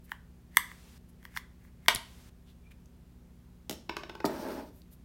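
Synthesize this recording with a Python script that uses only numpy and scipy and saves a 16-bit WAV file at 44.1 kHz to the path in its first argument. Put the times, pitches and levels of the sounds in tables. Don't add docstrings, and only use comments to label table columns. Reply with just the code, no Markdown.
import sys
import numpy as np
from scipy import signal
from scipy.fft import rfft, irfft
from scipy.io import wavfile

SR = 44100
rng = np.random.default_rng(int(sys.argv[2]) if len(sys.argv) > 2 else 0)


def int16_out(signal):
    q = np.round(np.clip(np.atleast_2d(signal).T, -1, 1) * 32767)
    wavfile.write(sys.argv[1], SR, q.astype(np.int16))


N = 222528
TIME = np.arange(N) / SR
BLOW_TIME = TIME[:SR // 5]

# (time [s], peak level of the ring [dB], contact time [ms], pitch factor)
PRIES = [(.118, -23, .17, 0.88), (.5702, -3.5, 0.0043, 1), (.7155, -36, 0.21, 1),
         (1.2522, -34.5, .09, 0.94), (1.3645, -27, 0.15, 0.83), (1.3727, -21.5, 0.092, 0.99),
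         (1.6495, -51.5, 0.24, 0.97), (1.8608, -40, 0.087, 1)]
FIRM_DB = -35


def amp(db):
    return 10 ** (np.asarray(db) / 20)


def unit(x):
    return x / np.sqrt(np.mean(x ** 2) + 1e-20)


def read(points, hz):
    table_hz, value = np.transpose(points)
    return np.interp(np.log(hz + 1), np.log(table_hz), value)


def colour(x, spectrum):
    gain = amp(read(spectrum, np.fft.rfftfreq(len(x), 1 / SR)))
    return unit(irfft(rfft(x) * gain, len(x)))


def add(mix, start_s, sound):
    part = mix[max(round(start_s * SR), 0):][:len(sound)]
    part += sound[:len(part)]


def decay(t60_s):
    return np.exp(-np.log(1000) * BLOW_TIME / t60_s)


def ringing(x, hz, quality, broad_db):
    ring = signal.lfilter(*signal.iirpeak(min(hz, SR / 2 - 1), quality, SR), x)
    broad = signal.lfilter(*signal.butter(2, 1500, "high", fs=SR), x)
    return unit(unit(ring) + amp(broad_db) * unit(broad))


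def grains(per_s, spread_db):
    size = amp(spread_db * np.minimum(rng.exponential(1, N), 4))
    sign = rng.choice([-1, 1], N)
    happens = rng.random(N) < per_s / SR
    return size * sign * happens


def blows(rows, modes, crack, rise_s, crack_t60):
    hz, db, t60 = np.transpose(modes)[:, :, None]
    sign = (-1) ** np.arange(len(modes))[:, None]
    out = np.zeros(N)
    for start_s, ring_db, crack_db, pitch, contact_ms in rows:
        weight = sign * amp(db) / (1 + (hz * contact_ms / 500) ** 2)
        swell = 1 - np.exp(-BLOW_TIME * hz / (rise_s * hz.mean()))
        partials = weight * swell * decay(t60) * np.sin(2 * np.pi * hz * pitch * BLOW_TIME)
        ring = partials.sum(0)
        burst = colour(rng.standard_normal(len(BLOW_TIME)), crack) * decay(crack_t60)
        add(out, start_s, amp(ring_db) * ring / abs(ring).max() + amp(crack_db) * burst)
    return out


def cracking(rows, crack_db, dull_db_per_ms):
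    return [(start_s, db, db + crack_db - dull_db_per_ms * contact_ms, pitch, contact_ms)
            for start_s, db, contact_ms, pitch in rows]


def blade_slips():
    lead_s, slip_db, contact_ms = .0235, -49, .04
    return [(start_s - lead_s, slip_db, contact_ms, pitch)
            for start_s, db, _, pitch in PRIES if db > FIRM_DB]


def prying():
    # (frequency [Hz], relative level [dB], t60 [s])
    shell_modes = [(1008, -10.5, .015), (1234, -9, 0.012), (1676, -6.5, 0.011), (2039, 2, 0.0085),
                   (3480, -5.5, 0.0062), (4500, -15.5, 0.0066), (5500, -14, .004), (8400, -10.5, 0.0037),
                   (12122, -6, .0025)]
    # (frequency [Hz], relative spectral level [dB per Hz])
    crack_spectrum = [(200, -25), (900, -11.5), (2000, -4), (4000, -4), (5500, -1.5), (7200, -6),
                      (8600, -0.5), (10000, -5), (11800, 0.5), (16000, -5)]
    rows = cracking(PRIES + blade_slips(), crack_db=-4.5, dull_db_per_ms=68.5)
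    return blows(rows, shell_modes, crack_spectrum, rise_s=0.00048, crack_t60=0.0077)


def opening():
    # (time [s], peak level of the ring [dB], contact time [ms], pitch factor)
    snaps = [(1.8829, -2.5, .015, 0.99), (1.8857, -8, .05, 1.014), (1.8871, -11.5, .075, .947),
             (1.9265, -27.5, .025, 0.7)]
    # (frequency [Hz], relative level [dB], t60 [s])
    lid_and_key_ring_modes = [(257, -21.5, 0.027), (371.6, -18.5, 0.027), (660, -11.5, 0.02),
                              (969, -5.5, 0.037), (1484, -8, .014), (1674.5, -7, .02), (1983, -2, 0.023),
                              (2320, -5, 0.023), (2730, -5.5, 0.012), (3150, -2, 0.014), (3680, -7, .01),
                              (4443, -3.5, .01), (5650, -6, .006), (3060, -43.5, .6)]
    # (frequency [Hz], relative spectral level [dB per Hz])
    split_spectrum = [(150, -21), (600, -1.5), (2000, 0), (4000, 0), (6000, -3), (8000, -12.5), (11000, -9),
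                      (16000, -16)]
    rows = cracking(snaps, crack_db=-6.5, dull_db_per_ms=105)
    return blows(rows, lid_and_key_ring_modes, split_spectrum, rise_s=0.00042, crack_t60=0.015)


def landings(count):
    # (delay [s], level offset [dB], extra contact time [ms])
    rim_points = [(-.0028, -16, 0), (0, 1, 0.0059), (.0027, -2, 0.052)]
    first_s, gap_s, gap_ratio = 3.8946, .0732, .914
    start_db, loss_db, lean_db = -28, 5, 1.1
    first_contact_ms, soften_ms = 0.034, 0.068
    mean_pitch, pitch_scatter = 0.98, 0.048
    rows, swing_s = [], first_s
    for k, spot in enumerate(rng.uniform(-1, 1, count)):
        level_db = start_db - loss_db * np.log(1 + k) - lean_db * (-1) ** k
        contact_ms = first_contact_ms + soften_ms * np.log(1 + k)
        pitch = mean_pitch + pitch_scatter * spot
        rows += [(swing_s + delay, level_db + db, contact_ms + extra_ms, pitch)
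                 for delay, db, extra_ms in rim_points]
        swing_s += gap_s * gap_ratio ** k
    return rows


def rocking():
    # (frequency [Hz], relative level [dB], t60 [s])
    rim_modes = [(383, 0.5, 0.021), (587, 0, 0.04), (935, -2.5, 0.086), (1123, -6.5, 0.013),
                 (1605, -3.5, 0.017), (2140, -4, 0.014), (2700, -8, 0.018), (3860, 1, 0.0044),
                 (5430, -5, 0.014)]
    # (frequency [Hz], relative spectral level [dB per Hz])
    clack_spectrum = [(150, 6), (600, 8), (1500, 6), (3800, 2), (5400, -10.5), (6500, -10), (10500, -45),
                      (12500, -19.5), (16000, -22)]
    rows = cracking(landings(count=6), crack_db=3.0, dull_db_per_ms=58)
    return blows(rows, rim_modes, clack_spectrum, rise_s=0.00087, crack_t60=0.016)


def knocking():
    # (time [s], peak ring level [dB], initial crack level [dB], pitch factor, contact time [ms])
    knocks = [(3.6957, -30.5, -26, 0.88, 0.38), (3.7106, -34.5, -31.5, 0.96, 0.49),
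              (3.7278, -43, -41, 0.96, 0.192), (4.2432, -15.5, -46, 0.97, 0.068),
              (4.2562, -22.5, -27.5, 1, 0.14)]
    # (frequency [Hz], relative level [dB], t60 [s])
    desk_modes = [(147, -13.5, 0.062), (222.3, -7, 0.07), (281.4, -1.5, 0.066), (398, -1.5, 0.047),
                  (596, -8.5, 0.062), (703, -6.5, 0.045), (934, -3, 0.033), (1305, -6.5, 0.029),
                  (1906, -12, 0.021)]
    # (frequency [Hz], relative spectral level [dB per Hz])
    tap_spectrum = [(150, -11), (900, -12), (1500, -14), (2800, -2), (3900, -4), (5700, -2.5), (7000, -9.5),
                    (11000, -10), (15500, -7.5)]
    return blows(knocks, desk_modes, tap_spectrum, rise_s=0.0006, crack_t60=0.015)


def slide():
    # (time [s], wood drone level [dB], hiss level [dB]), both before a fixed trim
    course = [(4.285, -33, -72), (4.305, -39.5, -57.5), (4.431, -42, -52.5), (4.455, -38.5, -56.5),
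              (4.521, -39.5, -52), (4.533, -45.5, -53.5), (4.597, -40.5, -59.5), (4.643, -56.5, -66),
              (4.7, -66, -66.5)]
    # (frequency [Hz], relative spectral level [dB per Hz])
    grain_spectrum = [(120, -19), (250, 3), (420, 0.5), (500, -10.5), (590, 4), (740, -12), (910, -3.5),
                      (1120, -15), (1350, -13.5), (2000, -20), (4000, -31.5), (8000, -43)]
    # (frequency [Hz], relative spectral level [dB per Hz])
    scrape_spectrum = [(800, -6), (2500, 4), (4000, 7), (5700, 4), (7300, -5), (9000, 4), (10500, -2.5),
                       (13000, 5), (16000, 3.5)]
    knot_s, drone_db, hiss_db = np.transpose(course)
    drone = colour(grains(per_s=1200, spread_db=2.0), grain_spectrum)
    drone *= amp(np.interp(TIME, knot_s, drone_db) - 1.0)
    hiss = colour(grains(per_s=3500, spread_db=2.5), scrape_spectrum)
    crackle = ringing(grains(per_s=170, spread_db=-0.5), hz=5170, quality=3.6, broad_db=-8)
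    scrape = (hiss + amp(-6.5) * crackle) * amp(np.interp(TIME, knot_s, hiss_db) - 1.8)
    fade = np.clip(np.minimum(TIME - knot_s[0], knot_s[-1] - TIME) / 0.011, 0, 1)
    return (drone + scrape) * fade


def blade(t60):
    # (time [s], level before the decay [dB rms], resonance [Hz])
    ticks = [(1.9484, -19.5, 9800), (1.9507, -25, 8000), (1.9592, -18.5, 3950), (2.8584, -55, 6010),
             (4.2522, -28.5, 4600), (4.262, -28.5, 4500), (4.8184, -51, 4500)]
    out = np.zeros(N)
    for start_s, db, hz in ticks:
        tick = ringing(rng.standard_normal(len(BLOW_TIME)), hz, quality=5.7, broad_db=-8.5)
        add(out, start_s, amp(db) * tick * decay(t60))
    return out


def fingers():
    # (time [s], length [s], level before the window [dB rms], centre [Hz])
    rubs = [(0.032, 0.039, -64, 12500), (1.077, 0.037, -68, 10940), (1.35, .046, -50, 5100),
            (2.447, 0.1, -66.5, 3550), (2.703, 0.029, -58.5, 2450), (4.695, .16, -68, 13030),
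            (4.9, .062, -60.5, 13500)]
    # (lead before the pry [s], length [s],
    # level at FIRM_DB before the window [dB rms], slope [dB per dB of pry level], centre [Hz])
    strain_kinds = [(0.088, 0.18, -68, 0.1668, 2000), (0.024, 0.046, -65.5, 0.4263, 16000)]
    out, slips = np.zeros(N), grains(per_s=11000, spread_db=3.5)
    strain = [(max(pry_s - lead, 0), length, db + follow * (pry_db - FIRM_DB), hz)
              for pry_s, pry_db, _, _ in PRIES
              for lead, length, db, follow, hz in strain_kinds]
    for start_s, length, db, hz in rubs + strain:
        piece = slips[round(start_s * SR):][:round(length * SR)]
        stroke = ringing(piece, hz, quality=4.2, broad_db=-4.0)
        add(out, start_s, amp(db) * stroke * np.hanning(len(stroke)))
    return out


def squeak():
    # (time [s], length [s], level before the window [dB rms], frequency [Hz])
    start_s, length, db, hz = (2.625, .075, -68, 2390)
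    out = np.zeros(N)
    tone = ringing(rng.standard_normal(round(length * SR)), hz, quality=45, broad_db=-24.5)
    add(out, start_s, amp(db) * tone * np.hanning(len(tone)))
    return out


def palm():
    # (time [s], initial amplitude [dB], frequency [Hz], t60 [s])
    jolts = [(1.366, -43, 150, 0.037), (1.9501, -28, 205, 0.014), (1.9523, -39.5, 75, 0.085),
             (1.9603, -30.5, 108, 0.03)]
    out = np.zeros(N)
    for start_s, db, hz, t60 in jolts:
        add(out, start_s, amp(db) * np.sin(2 * np.pi * hz * BLOW_TIME) * decay(t60))
    return out


def room(x, wet_db, early):
    # (frequency [Hz], t60 [s])
    reverberation = [(150, 0.62), (600, 0.42), (2000, 0.34), (4000, 0.4), (9000, .33), (16000, 0.2)]
    taps, t = np.zeros(SR), TIME[:SR]
    at = np.arange(0, SR - 10, 10)
    taps[at + rng.integers(0, 10, len(at))] = rng.choice([-1, 1], len(at))
    hz, age, bands = signal.stft(taps, SR, nperseg=256)
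    bands = bands * amp(-60 * age / read(reverberation, hz)[:, None])
    tail = signal.istft(bands, SR, nperseg=256)[1][:SR]
    tail *= 1 - np.exp(-np.maximum(t - .0025, 0) / 0.0017)
    tail *= 1 + early * np.exp(-(t / .033) ** 4)
    return x + amp(wet_db) * signal.fftconvolve(x, tail / np.linalg.norm(tail))[:N]


def office():
    # (frequency [Hz], relative spectral level [dB per Hz])
    air_spectrum = [(22, -49.5), (36, -7), (75, -3.5), (130, -3), (200, -8.5), (300, -12.5), (450, -17.5),
                    (650, -22.5), (1300, -28.5), (2500, -32.5), (5000, -36.5), (10000, -39), (12500, -38.5),
                    (16000, -39)]
    # (frequency [Hz], level [dB rms])
    hum_tones = [(39, -66.5), (59.2, -60), (72.5, -62), (118.4, -70), (145, -71), (176.8, -63), (210, -75),
                 (241, -67), (382, -79.5)]
    out = amp(-60.5) * colour(rng.standard_normal(N), air_spectrum)
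    knots = np.linspace(0, TIME[-1], 20)
    for hz, db in hum_tones:
        drift = 0.41 * np.interp(TIME, knots, rng.standard_normal(len(knots)))
        out += np.sqrt(2) * amp(db) * np.sin(2 * np.pi * hz * TIME + drift)
    return out


def scene():
    pries = room(prying(), wet_db=-13.5, early=0.41)
    snap = room(opening(), wet_db=-7.5, early=0.67)
    lid = room(rocking(), wet_db=-6.5, early=0.098)
    knocks = room(knocking(), wet_db=-5.0, early=0.51)
    sliding = room(slide(), wet_db=-5.0, early=.4)
    small = room(blade(t60=0.0071) + fingers() + squeak(), wet_db=-13, early=0.47)
    return (pries + snap + lid + knocks + sliding + small + palm() + office())[None]


def record(dry):
    loud = abs(dry[0]) > .35
    since_s = TIME - np.maximum.accumulate(np.where(loud, TIME, -1))
    held = since_s < .408
    # (frequency [Hz], relative spectral level [dB per Hz])
    hiss_spectrum = [(200, 2), (1000, 2.0), (3000, 1.0), (8000, -3), (16000, -8.5)]
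    hiss = colour(rng.standard_normal(N), hiss_spectrum)
    out = np.clip(dry + amp(-62.5) * held * hiss, -1, 1)
    low_pass = signal.firwin(255, 16200, window=("kaiser", 10), fs=SR)
    return signal.oaconvolve(out, low_pass[None], "same")


dry = scene()
out = record(dry)
int16_out(out)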